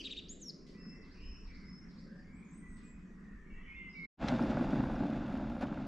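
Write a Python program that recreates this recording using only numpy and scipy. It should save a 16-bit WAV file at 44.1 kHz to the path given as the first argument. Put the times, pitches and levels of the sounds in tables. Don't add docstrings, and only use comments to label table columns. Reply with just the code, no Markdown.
import sys
import numpy as np
from scipy import signal
from scipy.fft import rfft, irfft, next_fast_len
from scipy.io import wavfile
from scipy.ndimage import uniform_filter1d, map_coordinates

SR = 44100
rng = np.random.default_rng(int(sys.argv[2]) if len(sys.argv) > 2 else 0)


def linear_from_db(decibels):
    return 10 ** (np.asarray(decibels, float) / 20)


def output_pcm(signal):
    pcm = np.clip(np.atleast_2d(signal).T, -1, 1) * 32767
    wavfile.write(sys.argv[1], SR, np.round(pcm).astype(np.int16))


N = 258867

# (frequency [Hz], density [dB per Hz])
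WIND_SPECTRUM = [(12, -21), (20, 5), (38, -3.5), (54, -1.5), (68, -9.5), (110, -16), (140, -39),
                 (240, -120)]
# (frequency [Hz], density [dB per Hz])
DRONE_SPECTRUM = [(53, -51), (90, -25), (119, -19.5), (148, -7), (182, 2), (330, -15.5), (430, -55),
                  (730, -120)]
# (frequency [Hz], density [dB per Hz])
WHIRR_SPECTRUM = [(160, -25), (270, 2.5), (297, -5.5), (387, -3), (517, -13.5), (800, -29.5), (1040, -67.5),
                  (1760, -120)]
# (frequency [Hz], density [dB per Hz])
AIR_SPECTRUM = [(500, -19), (700, -10), (850, -11), (1030, -3), (1400, -4), (2000, -2), (3000, -19.5),
                (4000, -25), (5700, -22.5), (7600, -25.5), (9000, -36.5), (12000, -41.5), (14500, -62),
                (16000, -120)]
# (frequency [Hz], density [dB per Hz])
LEAF_SPECTRUM = [(900, -22), (2500, -2.5), (5000, -1), (7500, -13), (10000, -25), (14000, -39.5)]
# (time [s], rise [dB])
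GUSTS = [(.2, 4.5), (1.1, 5), (1.29, 13.5), (1.5, 11.5), (1.7, 7), (1.9, 4), (2.33, 6), (2.76, 10.5),
         (3.0, 4.5), (3.33, 9.5), (3.58, 9), (3.84, 6)]
# (time [s], level [dB])
DRONE_LEVEL = [(0, -63.5), (.25, -58), (.9, -51.5), (1.27, -59.5), (1.8, -53), (2.2, -53), (2.7, -52.5),
               (3.3, -56), (3.45, -59), (3.7, -60.5), (4.05, -55)]
# (time [s], length [s], level [dB])
LEAF_STIRS = [
    (0.666, 0.095, -70),
    (1.22, .06, -78),
    (2.767, 0.14, -75),
]
# (frequency [Hz], left-right correlation [0..1])
LIKENESS = [(60, 0.97), (240, 0.96), (490, 0.8), (990, 0.75), (2000, 0.25), (8000, 0.8)]
# (frequency [Hz], t60 [s])
TRUNK_T60 = [(1500, 0.92), (4000, 0.73), (8000, 0.46), (13000, 0.35)]

# (start [s], end [s], first pitch [Hz], last pitch [Hz], level [dB])
FAR_WARBLES = [(.9, 1.072, 1956, 2060, -72), (1.15, 1.33, 2710, 2760, -71.5),
               (1.196, 1.34, 2940, 2880, -72), (1.14, 1.385, 2424, 2520, -72),
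               (1.474, 1.531, 2352, 1963, -68.5), (1.5, 1.724, 2193, 2038, -71),
               (2.081, 2.183, 1599, 1867, -67), (2.16, 2.209, 5690, 4350, -74.5),
               (2.243, 2.426, 2207, 2170, -72.5), (2.359, 2.476, 2396, 2387, -71),
               (2.428, 2.53, 6880, 6090, -80), (2.592, 2.75, 6620, 6000, -85.5),
               (3.201, 3.466, 1876, 1783, -69.5), (3.451, 3.557, 2186, 2310, -70.5),
               (3.66, 3.717, 2345, 2514, -63.5), (3.932, 4.05, 3920, 3740, -80.5),
               (2.0, 2.15, 524.5, 547, -72), (3.741, 3.855, 2600, 2930, -70), (3.499, 3.6, 2690, 2680, -70),
               (3.56, 3.705, 3260, 3350, -82), (3.6, 3.72, 2960, 3000, -75.5),
               (3.78, 3.86, 3130, 3050, -79), (3.55, 3.656, 1887, 2066, -62.5),
               (3.79, 3.867, 2756, 2644, -68)]
# (start [s], end [s], first pitch [Hz], last pitch [Hz], level [dB])
FAR_WHISTLES = [(.66, .73, 2020, 1970, -77), (.745, .82, 1970, 1965, -70), (.83, .885, 1950, 1970, -71),
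                (.9, 1.1, 2040, 2130, -73), (1.95, 2.2, 505, 560, -76), (2.17, 2.26, 735, 750, -77),
                (.74, .78, 2300, 2640, -77), (.78, .885, 2665, 2670, -75), (.895, 1.065, 2660, 2645, -72),
                (1.49, 1.62, 2290, 2150, -74), (1.5, 1.72, 2050, 1990, -75), (.84, 1.0, 4910, 4880, -78),
                (1.3, 1.52, 5330, 5450, -71), (2.62, 2.77, 1985, 1950, -65.5),
                (2.82, 3.02, 2460, 2540, -75.5), (3.08, 3.2, 1905, 1890, -75), (3.76, 3.8, 3500, 3490, -75),
                (3.95, 4.01, 4490, 4490, -76), (3.715, 3.755, 2500, 2540, -63),
                (3.75, 3.825, 2660, 2810, -65), (3.52, 3.625, 2730, 2690, -72)]
# (time [s], pitch [Hz], level [dB])
THRUSH_NOTES = [
    [(3.655, 2289, -67), (3.679, 2198, -60), (3.717, 2146, -51), (3.741, 2133, -64), (3.751, 2140, -53),
     (3.891, 2070, -53), (3.915, 2085, -66)],
    [(3.94, 2116, -75), (3.946, 2276, -66), (3.956, 2276, -52.5), (3.986, 2266, -50), (4.0, 2170, -49),
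     (4.056, 2148, -47.5), (4.062, 2121, -63)],
]
# (start [s], end [s], first pitch [Hz], last pitch [Hz], level [dB])
CREST_BURSTS = [
    (2.331, 2.423, 7450, 7950, -77),
    (2.508, 2.625, 7290, 8340, -69.5),
    (2.679, 2.798, 7860, 7980, -71.5),
    (2.831, 2.931, 7400, 7340, -69.5),
]
# (time [s], height [Hz])
CREST_FLICKS = [(2.368, 447), (2.397, 447), (2.409, 450), (2.508, 1050), (2.547, 1035), (2.582, 940),
                (2.611, 302), (2.684, 745), (2.729, 690), (2.762, 303), (2.838, 600), (2.85, 552),
                (2.884, 596), (2.913, 400)]
# (time after start [s], pitch [Hz], level [dB])
TIT_MOTIF = [
    [(-.02, 5154, -1.5), (.02, 5230, 2), (.08, 5242, 2), (.135, 5254, -1), (.147, 5870, -3)],
    [(.218, 6030, -12), (.228, 4960, 2.5), (.25, 3260, -12), (.262, 2900, -22)],
    [(.298, 3350, -13), (.315, 4360, 0), (.333, 5130, 3), (.341, 6120, -6)],
]
# (start [s], level [dB])
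TIT_STARTS = [
    (0.364, -69.5),
    (0.795, -66),
    (1.222, -65.5),
    (1.661, -66.5),
]
# (time [s], pitch [Hz], level [dB])
TIT_LAST = [
    [(3.89, 5170, -68), (3.915, 4950, -65.5), (3.93, 5880, -75)],
    [(3.998, 5200, -68.5), (4.02, 4270, -71), (4.03, 3900, -71.5)],
]
# (time [s], pitch [Hz], level [dB])
LOW_NOTE_TAIL = [(-.01, 3007, -52), (.004, 3054, -49.5), (.009, 2810, -49.5), (0.014, 2220, -58.5)]
# (time after start [s], pitch [Hz], level [dB])
PEAKED_NOTE = [(0, 2300, -17), (.008, 2980, -9), (.0135, 3730, -2), (.021, 3830, 0), (.0265, 3740, -1.5),
               (.032, 2850, -7), (.038, 2250, -16)]
# (time after start [s], pitch [Hz], level [dB])
SQUEAK_NOTE = [(-.002, 3820, -24.5), (.004, 3890, -9), (.012, 4500, -13.5)]
# (start [s], level [dB], squeak re note [dB], top pitch [Hz])
TRILL_NOTES = [
    (.039, -43.5, 2.5, 3850),
    (0.097, -43.5, -0.5, 3790),
    (0.159, -45, -2, 3845),
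]
# (time [s], pitch [Hz], level [dB])
FLOURISH_NOTES = [
    [(.284, 4100, -52), (.289, 6100, -67), (.294, 6620, -51.5), (.308, 7050, -52.5), (.325, 7340, -56),
     (.345, 8050, -86)],
    [(.4, 5200, -65), (.406, 8700, -77.5), (.417, 7000, -55.5), (.43, 6200, -54), (.45, 5610, -63.5),
     (.475, 5544, -50.5), (.489, 5340, -48.5), (.495, 5010, -47), (.501, 4020, -50.5)],
]
# (frequency [Hz], density [dB per Hz])
EARLIER_ECHO = [(2000, -61.5), (2500, -3), (3200, 7.5), (3700, -23), (4500, 4), (6000, -12), (8000, -23.5),
                (13000, -46.5)]

# (time [s], peak [dB], sparkle [dB], ping
# pitch [Hz])
FLICKED_STONES = [(4.2597, -46, -90, 3520), (4.278, -37, -90, 5700), (4.2836, -28.5, -77.5, 4040),
                  (4.2838, -31, -84, 5300), (4.285, -31, -90, 1310), (4.2879, -36, -86, 3160),
                  (4.295, -40, -86, 2170), (4.3012, -43, -78, 4000), (4.3615, -42, -89, 3700),
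                  (4.4243, -41, -81, 5200), (4.5086, -46, -77, 6000), (4.5675, -50, -86.5, 4900),
                  (4.59, -51, -86, 3500), (4.7057, -46, -77, 5000), (4.7935, -49.5, -90, 2730),
                  (4.9065, -56, -83.5, 3500), (4.9565, -48, -81, 5500), (5.0659, -47.5, -88, 3480),
                  (5.1013, -46, -70, 3580), (5.133, -50.5, -79, 3500), (5.215, -54, -80, 3500),
                  (5.26, -56, -80, 2730), (5.2824, -51, -74, 3420), (5.3727, -48, -74, 2720),
                  (5.4979, -46, -75, 2730), (5.5702, -56, -83, 2810), (5.6101, -45, -70, 4500),
                  (5.6204, -44, -77, 2640), (5.6682, -48, -78, 3000), (5.7423, -48, -81, 2730),
                  (5.8496, -50, -88, 2680), (5.8682, -48.5, -60.5, 5000)]
# (time [s], peak [dB])
STONE_KNOCKS = [(4.223, -39), (4.239, -34), (4.269, -33), (4.332, -30), (4.394, -23.5), (4.459, -28),
                (4.504, -34), (4.518, -29), (4.57, -21), (4.61, -32.5), (4.644, -29), (4.674, -31.5),
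                (4.732, -25.5), (4.758, -33.5), (4.805, -26), (4.838, -28), (4.898, -28), (4.943, -29.5),
                (4.963, -29), (5.005, -33), (5.034, -30.5), (5.056, -34), (5.123, -39), (5.15, -36),
                (5.286, -38), (5.334, -42), (5.353, -35.5), (5.397, -33), (5.52, -40.5), (5.593, -41),
                (5.612, -28.5), (5.684, -35), (5.697, -36), (5.727, -32.5), (5.774, -33)]
# (time [s], peak [dB])
CASING_JOLTS = [(4.242, -17.5), (4.339, -22.5), (4.381, -28), (4.409, -19.5), (4.441, -23), (4.598, -27),
                (4.612, -25), (4.645, -25), (4.709, -21), (4.729, -27), (4.749, -26), (4.779, -25.5),
                (4.81, -30), (5.005, -25), (5.039, -25), (5.139, -28), (5.219, -35), (5.429, -26),
                (5.479, -33), (5.562, -41), (5.605, -29.5), (5.631, -26)]
# (time [s], rise [dB])
RUTS = [(4.24, -7), (4.38, 3.5), (4.642, 4.5), (4.75, 6), (4.82, 3), (5.03, 5.5), (5.158, 4.5), (5.63, 4),
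        (5.83, 2.5)]
# (time [s], rise [dB])
LOOSE_GRAVEL = [(4.292, 4.5), (4.57, -1), (4.71, 0), (4.965, -1.5), (5.11, 0), (5.628, 10.5), (5.82, 3)]
# (frequency [Hz], width [Hz], level [dB])
CASING_MODES = [
    (127.3, 18.3, -3.5),
    (216.3, 54, 2),
    (288, 80, -1.5),
]
# (frequency [Hz], width [Hz], level [dB])
SPOKE_MODES = [(2730, 130, 0), (3520, 260, -3), (4900, 400, -7), (1350, 60, 1.5)]
# (frequency [Hz], density [dB per Hz])
CRUNCH_SPECTRUM = [(220, -14.5), (380, -7), (424, -11), (537, 1), (694, -0.5), (758, -3), (853, -2),
                   (924, -7), (1230, -12), (1400, -8), (1660, -12.5), (1860, -24.5), (2200, -27),
                   (2860, -51), (4840, -120)]
# (frequency [Hz], density [dB per Hz])
GRIT_SPECTRUM = [(1200, -17), (1800, 0.5), (2500, -2.5), (2730, -6), (3100, -9), (3600, -8), (4900, -14),
                 (6000, -18), (7500, -21), (8300, -40), (9500, -33.5), (10600, -32), (12000, -51),
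                 (14500, -50), (16000, -120)]
# (frequency [Hz], density [dB per Hz])
THUD_SPECTRUM = [(11, -47.5), (18, 4.5), (48, 6.5), (86, 0.5), (100, -19), (130, -53.5), (220, -120)]


def unit(x):
    return x / np.sqrt(np.mean(x ** 2) + 1e-20)


def along(points, hz):
    f, v = np.transpose(points)
    return np.interp(np.log(hz + 1), np.log(f + 1), v)


def swells(rows, half_s):
    t = np.arange(N) / SR
    return sum(db * np.exp(-((t - s) / half_s) ** 2) for s, db in rows)


def wobble(rate_hz, size=N):
    at = np.arange(0, size + 16, 16)
    knots = rng.standard_normal(int(size * rate_hz / SR) + 5)
    coarse = map_coordinates(knots, [at * rate_hz / SR])
    return np.interp(np.arange(size), at, coarse)


def filtered(x, response):
    m = next_fast_len(N + SR // 2)
    return irfft(rfft(x, m) * response(np.fft.rfftfreq(m, 1 / SR)), m)[..., :N]


def causal(spectrum):
    def response(hz):
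        cepstrum = irfft(np.log(linear_from_db(along(spectrum, hz)) + 1e-4))
        half = len(cepstrum) // 2
        cepstrum[1:half] *= 2
        cepstrum[half + 1:] = 0
        return np.exp(rfft(cepstrum))
    return response


def resonant(f, peaks):
    total = 0
    for k, (hz, width_hz, db) in enumerate(peaks):
        damping = 1j * f * width_hz
        total = total + (-1) ** k * linear_from_db(db) * damping / (hz * hz - f * f + damping)
    return total


def rush(spectrum, patchy_db):
    z = signal.stft(rng.standard_normal((2, N)), nperseg=512)[2]
    field = uniform_filter1d(rng.standard_normal(z.shape[1:]), 5, axis=0)
    field = unit(uniform_filter1d(field, 12, axis=1))
    pair = signal.istft(z * linear_from_db(patchy_db * field), nperseg=512)[1][:, :N]

    def mid_side(hz):
        angle = np.arccos(np.clip(along(LIKENESS, hz), -1, 1)) / 2
        return linear_from_db(along(spectrum, hz)) * [np.cos(angle), np.sin(angle)]
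    mid, side = filtered(pair, mid_side)
    return unit(np.array([mid + side, mid - side]))


def add_note(track, note, start_s=0, db=0, overtone_db=-45, warble_hz=0):
    s, hz, level_db = np.transpose(note)
    t = np.arange(s[0], s[-1], 1 / SR)
    glide_hz = uniform_filter1d(np.interp(t, s, hz), size=90, mode="nearest")
    phase = 2 * np.pi * np.cumsum(glide_hz + warble_hz * wobble(130, size=len(t))) / SR
    now_db = np.interp(t, s, level_db)
    overtones = linear_from_db(overtone_db + 1.2 * (level_db.max() - now_db))
    wave = np.sin(phase) + overtones * (np.sin(2 * phase) + linear_from_db(-32) * np.sin(3 * phase))
    ends = np.clip(np.minimum(t - s[0], s[-1] - t) / 0.0012, 0, 1)
    at = round((s[0] + start_s) * SR) + np.arange(len(t))
    keep = (at >= 0) & (at < N)
    track[at[keep]] += (np.sqrt(2) * wave * ends * linear_from_db(db + now_db))[keep]


def placed(x, dry_db, wet_db, pan_db, lag_ms, blur_hz):
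    hz, t, z = signal.stft(rng.standard_normal((2, 36000)), SR, nperseg=256)
    decay = linear_from_db(-60 * t / along(TRUNK_T60, hz)[:, None])
    tail = signal.istft(z * decay, SR, nperseg=256)[1]
    tail[1] = 0.82 * tail[0] + 0.52 * tail[1]
    slip = 1.5 * wobble(blur_hz)
    blurred = x * np.cos(slip) - filtered(x, lambda f: -1j) * np.sin(slip)
    delayed = np.pad(blurred, (500, 0))[None]
    wet = signal.fftconvolve(delayed, tail / np.linalg.norm(tail[0]), axes=1)[:, :N]
    side = np.array([[.5], [-.5]])
    direct = filtered(x, lambda f: linear_from_db(side * pan_db) * np.exp(-2j * np.pi * f * side * lag_ms / 1000))
    return linear_from_db(dry_db) * direct + linear_from_db(wet_db) * wet


def wood():
    t = np.arange(N) / SR
    wind_db = -60.5 + swells(GUSTS, half_s=0.099)
    drone_db = np.interp(t, *np.transpose(DRONE_LEVEL))
    whirr_db = -66.5 + 10.5 * np.exp(-(t / 1.0) ** 2)
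    air_db = -75 + 6.5 / (1 + np.exp(-(t - 0.71) / 0.045))
    stirs = sum(linear_from_db(db) * (t > s) * np.exp(-(np.abs(t - s) / length_s) ** 3)
                for s, length_s, db in LEAF_STIRS)
    wind = linear_from_db(wind_db + 1.2 * wobble(21)) * rush(WIND_SPECTRUM, patchy_db=0)
    drone = linear_from_db(drone_db + 1.3 * wobble(14)) * rush(DRONE_SPECTRUM, patchy_db=0)
    whirr = linear_from_db(whirr_db + 1.67 * wobble(20.87)) * rush(WHIRR_SPECTRUM, patchy_db=1.0)
    air = linear_from_db(air_db) * rush(AIR_SPECTRUM, patchy_db=2.5)
    return wind + drone + whirr + air + stirs * rush(LEAF_SPECTRUM, patchy_db=0)


def far_note(s, end_s, hz, last_hz, db):
    attack = 0.2
    top = (s + attack * (end_s - s), hz + attack * (last_hz - hz), db + 3)
    return [(s, hz, db - 1), top, (end_s, last_hz, db - 3)]


def thrushes():
    near, clear, blurred = np.zeros(N), np.zeros(N), np.zeros(N)
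    for note in THRUSH_NOTES:
        add_note(near, note, warble_hz=13.0)
    for row in FAR_WHISTLES:
        add_note(clear, far_note(*row), warble_hz=.004 * row[2])
    for row in FAR_WARBLES + FAR_WARBLES:
        add_note(blurred, far_note(*row), warble_hz=0.0339 * row[2])
    far = placed(clear, dry_db=0, wet_db=-7, pan_db=-.4, lag_ms=.07, blur_hz=70)
    far += placed(blurred, dry_db=-7.5, wet_db=-3.5, pan_db=-1.5, lag_ms=0.065, blur_hz=44.6)
    return placed(near, dry_db=0.2, wet_db=-6.5, pan_db=-4.0, lag_ms=0.11, blur_hz=60.3) + far


def twitter(s, end_s, hz, last_hz, db):
    t = np.linspace(s, end_s, num=80)
    flick_half_s = .0075
    flicked_hz = sum(up_hz * np.exp(-np.abs((t - at) / flick_half_s) ** 1.6) for at, up_hz in CREST_FLICKS)
    arch = np.abs(2 * (t - s) / (end_s - s) - 1) ** 3
    return np.transpose([t, np.linspace(hz, last_hz, num=80) + flicked_hz, db - 6 * arch])


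def small_birds():
    tit, crest = np.zeros(N), np.zeros(N)
    for s, db in TIT_STARTS:
        for note in TIT_MOTIF[2 if s < .5 else 0:]:
            add_note(tit, note, s, db, warble_hz=24.2)
    for note in TIT_LAST:
        add_note(tit, note)
    for burst in CREST_BURSTS:
        add_note(crest, twitter(*burst))
    aside = placed(tit, dry_db=-6, wet_db=-1, pan_db=-2.5, lag_ms=.09, blur_hz=40)
    return aside + placed(crest, dry_db=-2.5, wet_db=-7.5, pan_db=3, lag_ms=0.0098, blur_hz=80)


def near_bird():
    song = np.zeros(N)
    add_note(song, LOW_NOTE_TAIL, overtone_db=-12.5)
    for s, db, squeak_db, top_hz in TRILL_NOTES:
        peaked = np.array(PEAKED_NOTE) * [1, top_hz / PEAKED_NOTE[3][1], 1]
        add_note(song, peaked, s, db, overtone_db=-27, warble_hz=45)
        add_note(song, SQUEAK_NOTE, s, db + squeak_db)
    for note in FLOURISH_NOTES:
        add_note(song, note, overtone_db=-70)
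    octave = np.array(FLOURISH_NOTES[1][3:7]) * [1, 2, 1]
    add_note(song, octave, db=-26, overtone_db=-70)
    add_note(song, octave * [1, -1, 1] + [0, 2 * 12000, 0], db=-34, overtone_db=-70)
    doubled = filtered(song, lambda f: 1 + linear_from_db(-0.5) * np.exp(-2j * np.pi * f * .0075))
    earlier = linear_from_db(-53.5 - 60 * np.arange(N) / SR / 0.92) * rush(EARLIER_ECHO, patchy_db=2.5)
    return placed(doubled, dry_db=0.0, wet_db=-11.5, pan_db=1.0, lag_ms=0.0068, blur_hz=380) + earlier


def flicked_stones():
    low, high, t = np.zeros(N + SR), np.zeros(N + SR), np.arange(SR // 20) / SR
    rise = 1 - np.exp(-t / 0.00061)
    for s, db, sparkle_db, hz in FLICKED_STONES:
        crackle = linear_from_db(-60 * t / 0.022) * rng.standard_normal((2, len(t))) * rise
        ping = 0.82 * linear_from_db(-60 * t / 0.019) * np.sin(2 * np.pi * hz * t) * rise
        at = round(s * SR)
        low[at:][:len(t)] += linear_from_db(db) * (ping + 0.96 * crackle[0])
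        high[at:][:len(t)] += linear_from_db(sparkle_db + 12.5) * crackle[1]

    def dull(f):
        return 1 / (1 + 1j * f / 5500) ** 2 / (1 + (f / 7000) ** 8) / (1 + (900 / (f + 1)) ** 4)

    def bright(f):
        return 1 / (1 + (9000 / (f + 1)) ** 8) / (1 + (f / 11500) ** 6)
    return filtered(low[:N], dull) + filtered(high[:N], bright)


def knocks():
    blows, jolts, t = np.zeros(N + SR), np.zeros(N), np.arange(SR // 40) / SR
    for s, db in STONE_KNOCKS:
        splinters = 0.18 * linear_from_db(-60 * t / 0.022) * rng.standard_normal(len(t))
        blows[round(s * SR):][:len(t)] += linear_from_db(db + 25) * (splinters + (t == 0))
    for s, db in CASING_JOLTS:
        jolts[round(s * SR)] = linear_from_db(db + 38.5)
    drummed = filtered(jolts, lambda f: resonant(f, CASING_MODES) / (1 + 1j * f / 450) ** 2)
    return filtered(blows[:N], causal(CRUNCH_SPECTRUM)) + drummed


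def gravel(rate_hz, spread_db, smooth, knobs):
    tread_hz = 65.25
    turn = np.cumsum(tread_hz * (1 + .06 * wobble(12))) / SR % 1
    chance = rate_hz / SR * (1 - knobs + knobs * 6 * np.exp(-6 * turn))
    struck = rng.random(N) < chance
    blows = struck * linear_from_db(spread_db * rng.exponential(size=N)) * rng.choice([-1, 1], size=N)
    return unit(blows) + smooth * rng.standard_normal(N)


def tyres():
    start_s, aside_m, speed_m_s, fade_in_s = 4.245, 3.72, 5.06, 0.079
    since_s = np.arange(N) / SR - start_s
    away_db = -10 * np.log10(1 + (speed_m_s * since_s / aside_m) ** 2)
    fade_db = -40 * np.clip(-since_s / fade_in_s, 0, 2) ** 2
    ruts_db, loose_db = swells(RUTS, half_s=0.038), swells(LOOSE_GRAVEL, half_s=0.017)
    spray_db = 3.5 * np.exp(-abs(since_s) / 0.16)
    drum_db = -35 + ruts_db + 1.05 * away_db + fade_db
    crunch_db = -42.5 + loose_db + 1.16 * away_db + fade_db
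    grit_db = -61.5 + loose_db + spray_db + 1.28 * away_db + fade_db
    thud_db = -44.5 + 0.36 * loose_db + 1.7 * wobble(9) + 0.74 * away_db + fade_db

    bumps = wobble(35)
    stones = gravel(rate_hz=500, spread_db=1.0, smooth=1.2, knobs=.85) * linear_from_db(1.2 * bumps)
    casing = filtered(stones, lambda f: resonant(f, CASING_MODES) / (1 + (f / 420) ** 4))
    drum = linear_from_db(drum_db) * unit(casing)
    crunch = linear_from_db(crunch_db) * unit(filtered(stones, causal(CRUNCH_SPECTRUM)))

    fine = gravel(rate_hz=3100, spread_db=0.0, smooth=1.2, knobs=0.28)
    fine = fine * linear_from_db(0.22 * bumps + 1.0 * wobble(60))
    dust_hz = 8000

    def sand_and_dust(f):
        ringing = causal(GRIT_SPECTRUM)(f) * (1 + np.abs(resonant(f, SPOKE_MODES)))
        return ringing * [f < dust_hz, f >= dust_hz]
    sand, dust = unit(filtered(fine, sand_and_dust))
    dust_db = 4 * wobble(19) + 2 * since_s
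    grit = np.sqrt(2) * linear_from_db(grit_db) * (sand + dust * linear_from_db(dust_db))
    thud = filtered(rng.standard_normal(N), lambda f: linear_from_db(along(THUD_SPECTRUM, f)))
    return drum + crunch + grit + linear_from_db(thud_db) * unit(thud)


def scene():
    fade_s, mute_s, resume_s = 4.053, 4.068, 4.172
    t = np.arange(N) / SR
    forest = wood() + thrushes() + small_birds() + near_bird()
    track = (flicked_stones() + knocks() + tyres()) * np.clip((t - resume_s) / 0.016, 0, 1)
    return forest * np.clip((mute_s - t) / (mute_s - fade_s), 0, 1) ** 2 + track


def low_pass(x):
    return signal.sosfilt(signal.butter(12, 14836, fs=SR, output="sos"), x)


def record(dry):
    return low_pass(dry)


dry = scene()
out = record(dry)
output_pcm(out)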